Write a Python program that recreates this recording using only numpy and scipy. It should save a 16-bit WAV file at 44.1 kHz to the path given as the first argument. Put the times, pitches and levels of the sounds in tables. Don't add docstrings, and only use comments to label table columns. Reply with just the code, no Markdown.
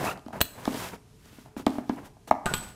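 import sys
import numpy as np
from scipy import signal
from scipy.fft import rfft, irfft
from scipy.io import wavfile

SR = 44100
rng = np.random.default_rng(int(sys.argv[2]) if len(sys.argv) > 2 else 0)


def waveform_to_disk(signal):
    frames = np.transpose(np.atleast_2d(signal))
    scaled = np.clip(frames, -1, 1) * 32767
    samples = np.round(scaled).astype(np.int16)
    wavfile.write(sys.argv[1], SR, samples)


def ratio_of_db(decibels):
    return 10 ** (np.asarray(decibels, float) / 20)


N = 121275

# frequency in Hz, level in dB.
AIR_SPECTRUM = [(15, -65), (25, 1), (130, 5.5), (354, -10.5), (427, -12.5), (695, -21.5), (9320, -27),
                (14000, -34.5), (16000, -52)]
# frequency in Hz, level in dB.
FAN_HUMS = [(118, -62), (428, -66.5)]
# start in seconds, length in seconds, cloth hiss in dB, shell rumble in dB,
# share of the length spent rising.
STROKES = [(-0.05, .2, -37.5, -31.5, 0.51), (0.127, 0.079, -82, -40, .2), (0.324, 0.1, -53.5, -38, 0.13),
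           (0.501, 0.26, -50.5, -46, 0.56), (0.649, 0.28, -39, -38, 0.64), (0.913, 0.061, -50.5, -39, .5),
           (1.144, 0.35, -57, -64, 0.69), (1.447, 0.15, -74.5, -59, 0.1), (1.563, 0.076, -49, -42.5, 0.21),
           (1.675, 0.19, -53.5, -46, 0.058), (1.827, 0.069, -61, -64, 0.83), (1.903, 0.22, -58, -47, 0.083),
           (2.04, 0.046, -54, -62, .4), (2.273, 0.034, -47, -42.5, 0.14), (2.474, 0.11, -47.5, -37, 0.22),
           (2.547, 0.23, -47.5, -49.5, 0.067)]
# frequency in Hz, level in dB.
HISS_SPECTRUM = [(710, -7), (1200, 0.5), (1610, 0), (3830, -4), (4170, -6), (7100, -7.5), (11900, -9.5),
                 (16000, -14)]
# frequency in Hz, level in dB.
RUMBLE_SPECTRUM = [(18, -43), (30, -15), (160, 4), (223, -0.5), (347, -2), (1000, -1), (1190, -8.5),
                   (1590, -9), (3000, -23), (3900, -71), (6600, -120)]
# start in seconds, peak in dB, frequency the struck spot favours in Hz,
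# crack relative to the peak in dB.
KNOCKS = [(0.04, -22, 583, -78), (0.051, -29, 690, -27), (0.175, -36, 637, -7), (0.193, -41.5, 422, -6),
          (0.262, -29.5, 285, -22), (0.282, -32, 692, -12), (0.304, -34, 568, -34), (0.331, -30, 506, -22),
          (0.354, -32.5, 730, -51), (0.654, -22.5, 2360, -5.5), (0.675, -11.5, 280, -27),
          (0.743, -25, 266, -7), (0.842, -27.5, 212, -21), (0.943, -38, 245, -7), (1.257, -41.5, 306.5, -8),
          (1.327, -37.5, 250, -19), (1.383, -30, 202, -28), (1.458, -40.5, 750, -18),
          (1.564, -19, 217, -41), (1.596, -25.5, 250, -21), (1.665, -5, 243, -16), (1.754, -23.5, 240, -35),
          (1.782, -16.5, 283, -33.5), (1.894, -11, 285, -26.5), (2.166, -43, 568, -31),
          (2.273, -36, 586, -18.5), (2.294, -39.5, 468, -9.5), (2.31, -6.5, 713, -23)]
# frequency in Hz, level in dB, T60 in seconds.
SHELL_MODES = [(203, -11, 0.056), (245, -1, 0.047), (285, -7.5, 0.049), (456, -3, 0.01), (630, -0.5, 0.031),
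               (747, -3.5, .025), (845, 3, 0.021), (1224, -1.5, 0.016), (1613, -2, .012),
               (2240, -1.5, 0.013)]
# frequency in Hz, level in dB.
CLATTER_SPECTRUM = [(200, -43), (500, 4.5), (1200, 1.5), (3000, -14.5), (6000, -33)]
# frequency in Hz, level in dB.
CRACK_SPECTRUM = [(2000, -40), (3000, 9.5), (16000, -13)]
# start in seconds, length in seconds, level in dB, slip rate in Hz.
SQUEAKS = [
    (0.065, 0.014, -30.5, 640),
    (0.075, .009, -26, 630),
    (0.087, 0.014, -26, 640),
    (0.105, 0.02, -32.5, 650),
]
# level in dB, from the fundamental up.
SQUEAK_PARTIALS_DB = [-10, 0, -24, -5]
# start in seconds, peak in dB, rattle T60 in seconds, ring of the low modes in dB,
# ring of the high modes in dB.
HOOK_HITS = [
    (0.4062, -18.5, 0.051, -4, -33),
    (0.4132, -7, 0.016, -11.5, -12.5),
]
# start in seconds, peak in dB, rattle T60 in seconds, ring of the low modes in dB,
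# ring of the high modes in dB.
BUCKLE_HITS = [
    (2.458, -17, 0.018, -15, -16.5),
    (2.4635, -27.5, 0.091, 11, -9),
    (2.538, -14.5, 0.039, -11.5, -5.5),
]
# frequency in Hz, level in dB, T60 in seconds.
HOOK_MODES = [(650, -1, .025), (1640, -4, .025), (2900, -4, .02), (4015, -29, .55), (4110, -6, .07),
              (7763, -30, .45), (7900, -6, .04), (8915, -30, .45), (10640, -32, .3), (12060, -28, .2)]
# frequency in Hz, level in dB, T60 in seconds.
BUCKLE_MODES = [(250, -9, .06), (400, -13, .06), (700, -9, .04), (870, -9, .05), (1217, -7, .07),
                (1453, -16, .4), (1529, -10, .12), (2751, -22, .12), (3208, -23, .3), (7854, -8, .07),
                (7975, -16, .32), (11340, -26, .25), (13480, -23, .2)]
# frequency in Hz, level in dB.
RATTLE_SPECTRUM = [(180, 8), (300, -0.5), (3950, -2), (5340, -12), (8090, -3.5), (9550, -10),
                   (14500, -17.5), (16000, -32)]
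# frequency in Hz, level in dB.
SWAY_SPECTRUM = [(20, -1), (50, -3.5), (200, -5.5), (400, -22), (1000, -72)]
# frequency in Hz, level in dB.
SPRAY_SPECTRUM = [(6000, -40), (9000, -9), (12500, 3), (14500, 11), (16000, 2)]
# frequency in Hz, T60 in seconds.
STUDIO_T60 = [(100, .5), (300, .5), (1000, 0.9649), (3000, 0.46), (8000, 0.57), (15000, .35)]
# frequency in Hz, level in dB.
STUDIO_COLOUR = [(70, -16), (200, 2.5), (1000, -7.5), (3000, -3), (8000, 0), (15000, 1)]
# delay in seconds, level in dB.
ECHOES = [(0.0139, -16), (0.029, -21.5), (0.04, -21.5)]


def rms_one(x):
    return x / np.sqrt(np.mean(x ** 2) + 1e-20)


def at_hz(points, hz):
    table_hz, values = np.transpose(points)
    return np.interp(np.log(hz), np.log(table_hz), values)


def band_pass(x, order, low_hz, high_hz):
    sos = signal.butter(order, [low_hz, high_hz], "band", fs=SR, output="sos")
    return signal.sosfilt(sos, x)


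def coloured(spectrum):
    hz = np.maximum(np.fft.rfftfreq(N, 1 / SR), 1)
    white = rfft(rng.standard_normal(N))
    return rms_one(irfft(white * ratio_of_db(at_hz(spectrum, hz)), N))


def drift(rate_hz):
    pole = np.exp(-2 * np.pi * rate_hz / SR)
    noise = rng.standard_normal(N + SR)
    settled = signal.lfilter([1], [1, -2 * pole, pole * pole], noise)[SR:]
    return rms_one(settled)


def ring(start, db, hz, t60):
    impulses = np.full(N, 1e-18)
    impulses[(start * SR).astype(int)] = ratio_of_db(db)
    radius = ratio_of_db(-60 / (t60 * SR))
    angle = 2 * np.pi * hz / SR
    return signal.lfilter([0, np.sin(angle)], [1, -2 * radius * np.cos(angle), radius ** 2], impulses)


def dying(start, db, t60):
    t = np.arange(N) / SR - start[:, None]
    level_db = db[:, None] - 60 * np.maximum(t, 0) / np.reshape(t60, (-1, 1))
    return np.sum((t >= 0) * ratio_of_db(level_db), axis=0)


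def hump(start, length, rise, power):
    u = (np.arange(N) / SR - start) / length
    ramp = np.minimum(u / rise, (1 - u) / (1 - rise))
    return np.sin(np.pi / 2 * np.clip(ramp, 0, 1)) ** (2 * power)


def air():
    flow = ratio_of_db(-56.5 + 1.5 * drift(2.4)) * coloured(AIR_SPECTRUM)
    for hz, db in FAN_HUMS:
        hum = band_pass(rng.standard_normal(N), 1, hz - 5, hz + 5)
        flow = flow + ratio_of_db(db) * rms_one(hum)
    return flow


def rubbing():
    hiss_level, rumble_level = np.zeros(N), np.zeros(N)
    for start, length, hiss_db, rumble_db, rise in STROKES:
        stroke = hump(start, length, rise, 0.58)
        hiss_level += ratio_of_db(hiss_db) * stroke
        rumble_level += ratio_of_db(rumble_db) * stroke
    hiss = hiss_level * ratio_of_db(1.5 * drift(65)) * coloured(HISS_SPECTRUM)
    rumble = rumble_level * ratio_of_db(2.6 * drift(33)) * coloured(RUMBLE_SPECTRUM)
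    return hiss + rumble


def shell():
    spot_octaves, spot_floor_db = 1.28, -13
    soft_dulling = 0.19
    start, db, spot_hz, crack_db = np.transpose(KNOCKS)
    released = start + 0.0015
    chance_db = rng.normal(0, 2.4, (len(start), len(SHELL_MODES)))
    body = np.zeros(N)
    for k, (hz, level_db, t60) in enumerate(SHELL_MODES):
        octaves = np.log2(hz / spot_hz)
        near_db = np.maximum(-6 * (octaves / spot_octaves) ** 2, spot_floor_db)
        near_db += soft_dulling * (db - db.max()) * np.maximum(octaves, 0)
        sign = (-1) ** ((k + 1) // 2)
        body += sign * ring(released, db - 3.5 + level_db + near_db + chance_db[:, k], hz, t60)
    body = band_pass(body, 2, 170, 2200)
    thump = ring(released, db - 21.5, 69, 0.041)
    clatter = coloured(CLATTER_SPECTRUM) * dying(released, db - 20, 0.06)
    crack = coloured(CRACK_SPECTRUM) * dying(start, db + crack_db - 1.5, 0.011)
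    return body + thump + clatter + crack


def squeak():
    out = np.zeros(N)
    wobble = 1 + 0.05 * drift(93)
    for start, length, db, rate_hz in SQUEAKS:
        phase = 2 * np.pi * np.cumsum(rate_hz * wobble) / SR
        chirp = np.zeros(N)
        for number, partial_db in enumerate(SQUEAK_PARTIALS_DB, 1):
            chirp += ratio_of_db(partial_db) * np.sin(number * phase)
        out += ratio_of_db(db) * hump(start, length, 0.37, 0.65) * chirp
    return out


def latch(hits, modes, thump_db, sway_db, spray_db):
    start, db, rattle_t60, low_db, high_db = np.transpose(hits)
    rattle = coloured(RATTLE_SPECTRUM) * dying(start, db - 5, rattle_t60)
    thump = ring(start, db + thump_db, 46.3, 0.041)
    sway = coloured(SWAY_SPECTRUM) * dying(start, db + sway_db, 0.74)
    spray = coloured(SPRAY_SPECTRUM) * dying(start, db + high_db + spray_db, 0.062)
    steel = np.zeros(N)
    for hz, level_db, t60 in modes:
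        ring_db = high_db if hz > 2500 else low_db
        waver = ratio_of_db(4 * drift(130))
        steel += waver * ring(start, db + ring_db + level_db, hz, t60)
    return rattle + thump + sway + spray + steel


def studio(x):
    t = np.arange(SR // 2) / SR
    edges_hz = 40 * 2.0 ** np.arange(0, 9, 0.5)
    tail = np.zeros(len(t))
    for low_hz, high_hz in zip(edges_hz, edges_hz[1:]):
        band = band_pass(rng.standard_normal(len(t)), 2, low_hz, high_hz)
        hz = np.sqrt(low_hz * high_hz)
        tail += band * ratio_of_db(at_hz(STUDIO_COLOUR, hz) - 60 * t / at_hz(STUDIO_T60, hz))
    build_up = 1 - np.exp(-(t / 0.0069) ** 2)
    tail *= build_up * ratio_of_db(-12) / np.sqrt(SR / 40)
    for delay, db in ECHOES:
        tail[int(delay * SR)] += ratio_of_db(db)
    return signal.fftconvolve(x, tail)[:N]


def scene():
    rub, chirps = rubbing(), squeak()
    hook = latch(HOOK_HITS, HOOK_MODES, thump_db=-14, sway_db=-49, spray_db=2.5)
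    buckle = latch(BUCKLE_HITS, BUCKLE_MODES, thump_db=-18, sway_db=-27.5, spray_db=-32.5)
    far = shell() + buckle
    wet = studio(far + ratio_of_db(-5) * hook + ratio_of_db(-6) * rub + ratio_of_db(-5.5) * chirps)
    return (far + hook + chirps + rub + wet + air())[None]


def roll_off(x):
    return signal.sosfilt(signal.butter(12, 16370, fs=SR, output="sos"), x)


def record(dry):
    low_pass = signal.cheby1(8, 1, 15500, fs=SR, output="sos")
    mix = signal.sosfilt(low_pass, dry)
    return roll_off(mix)


dry = scene()
out = record(dry)
waveform_to_disk(out)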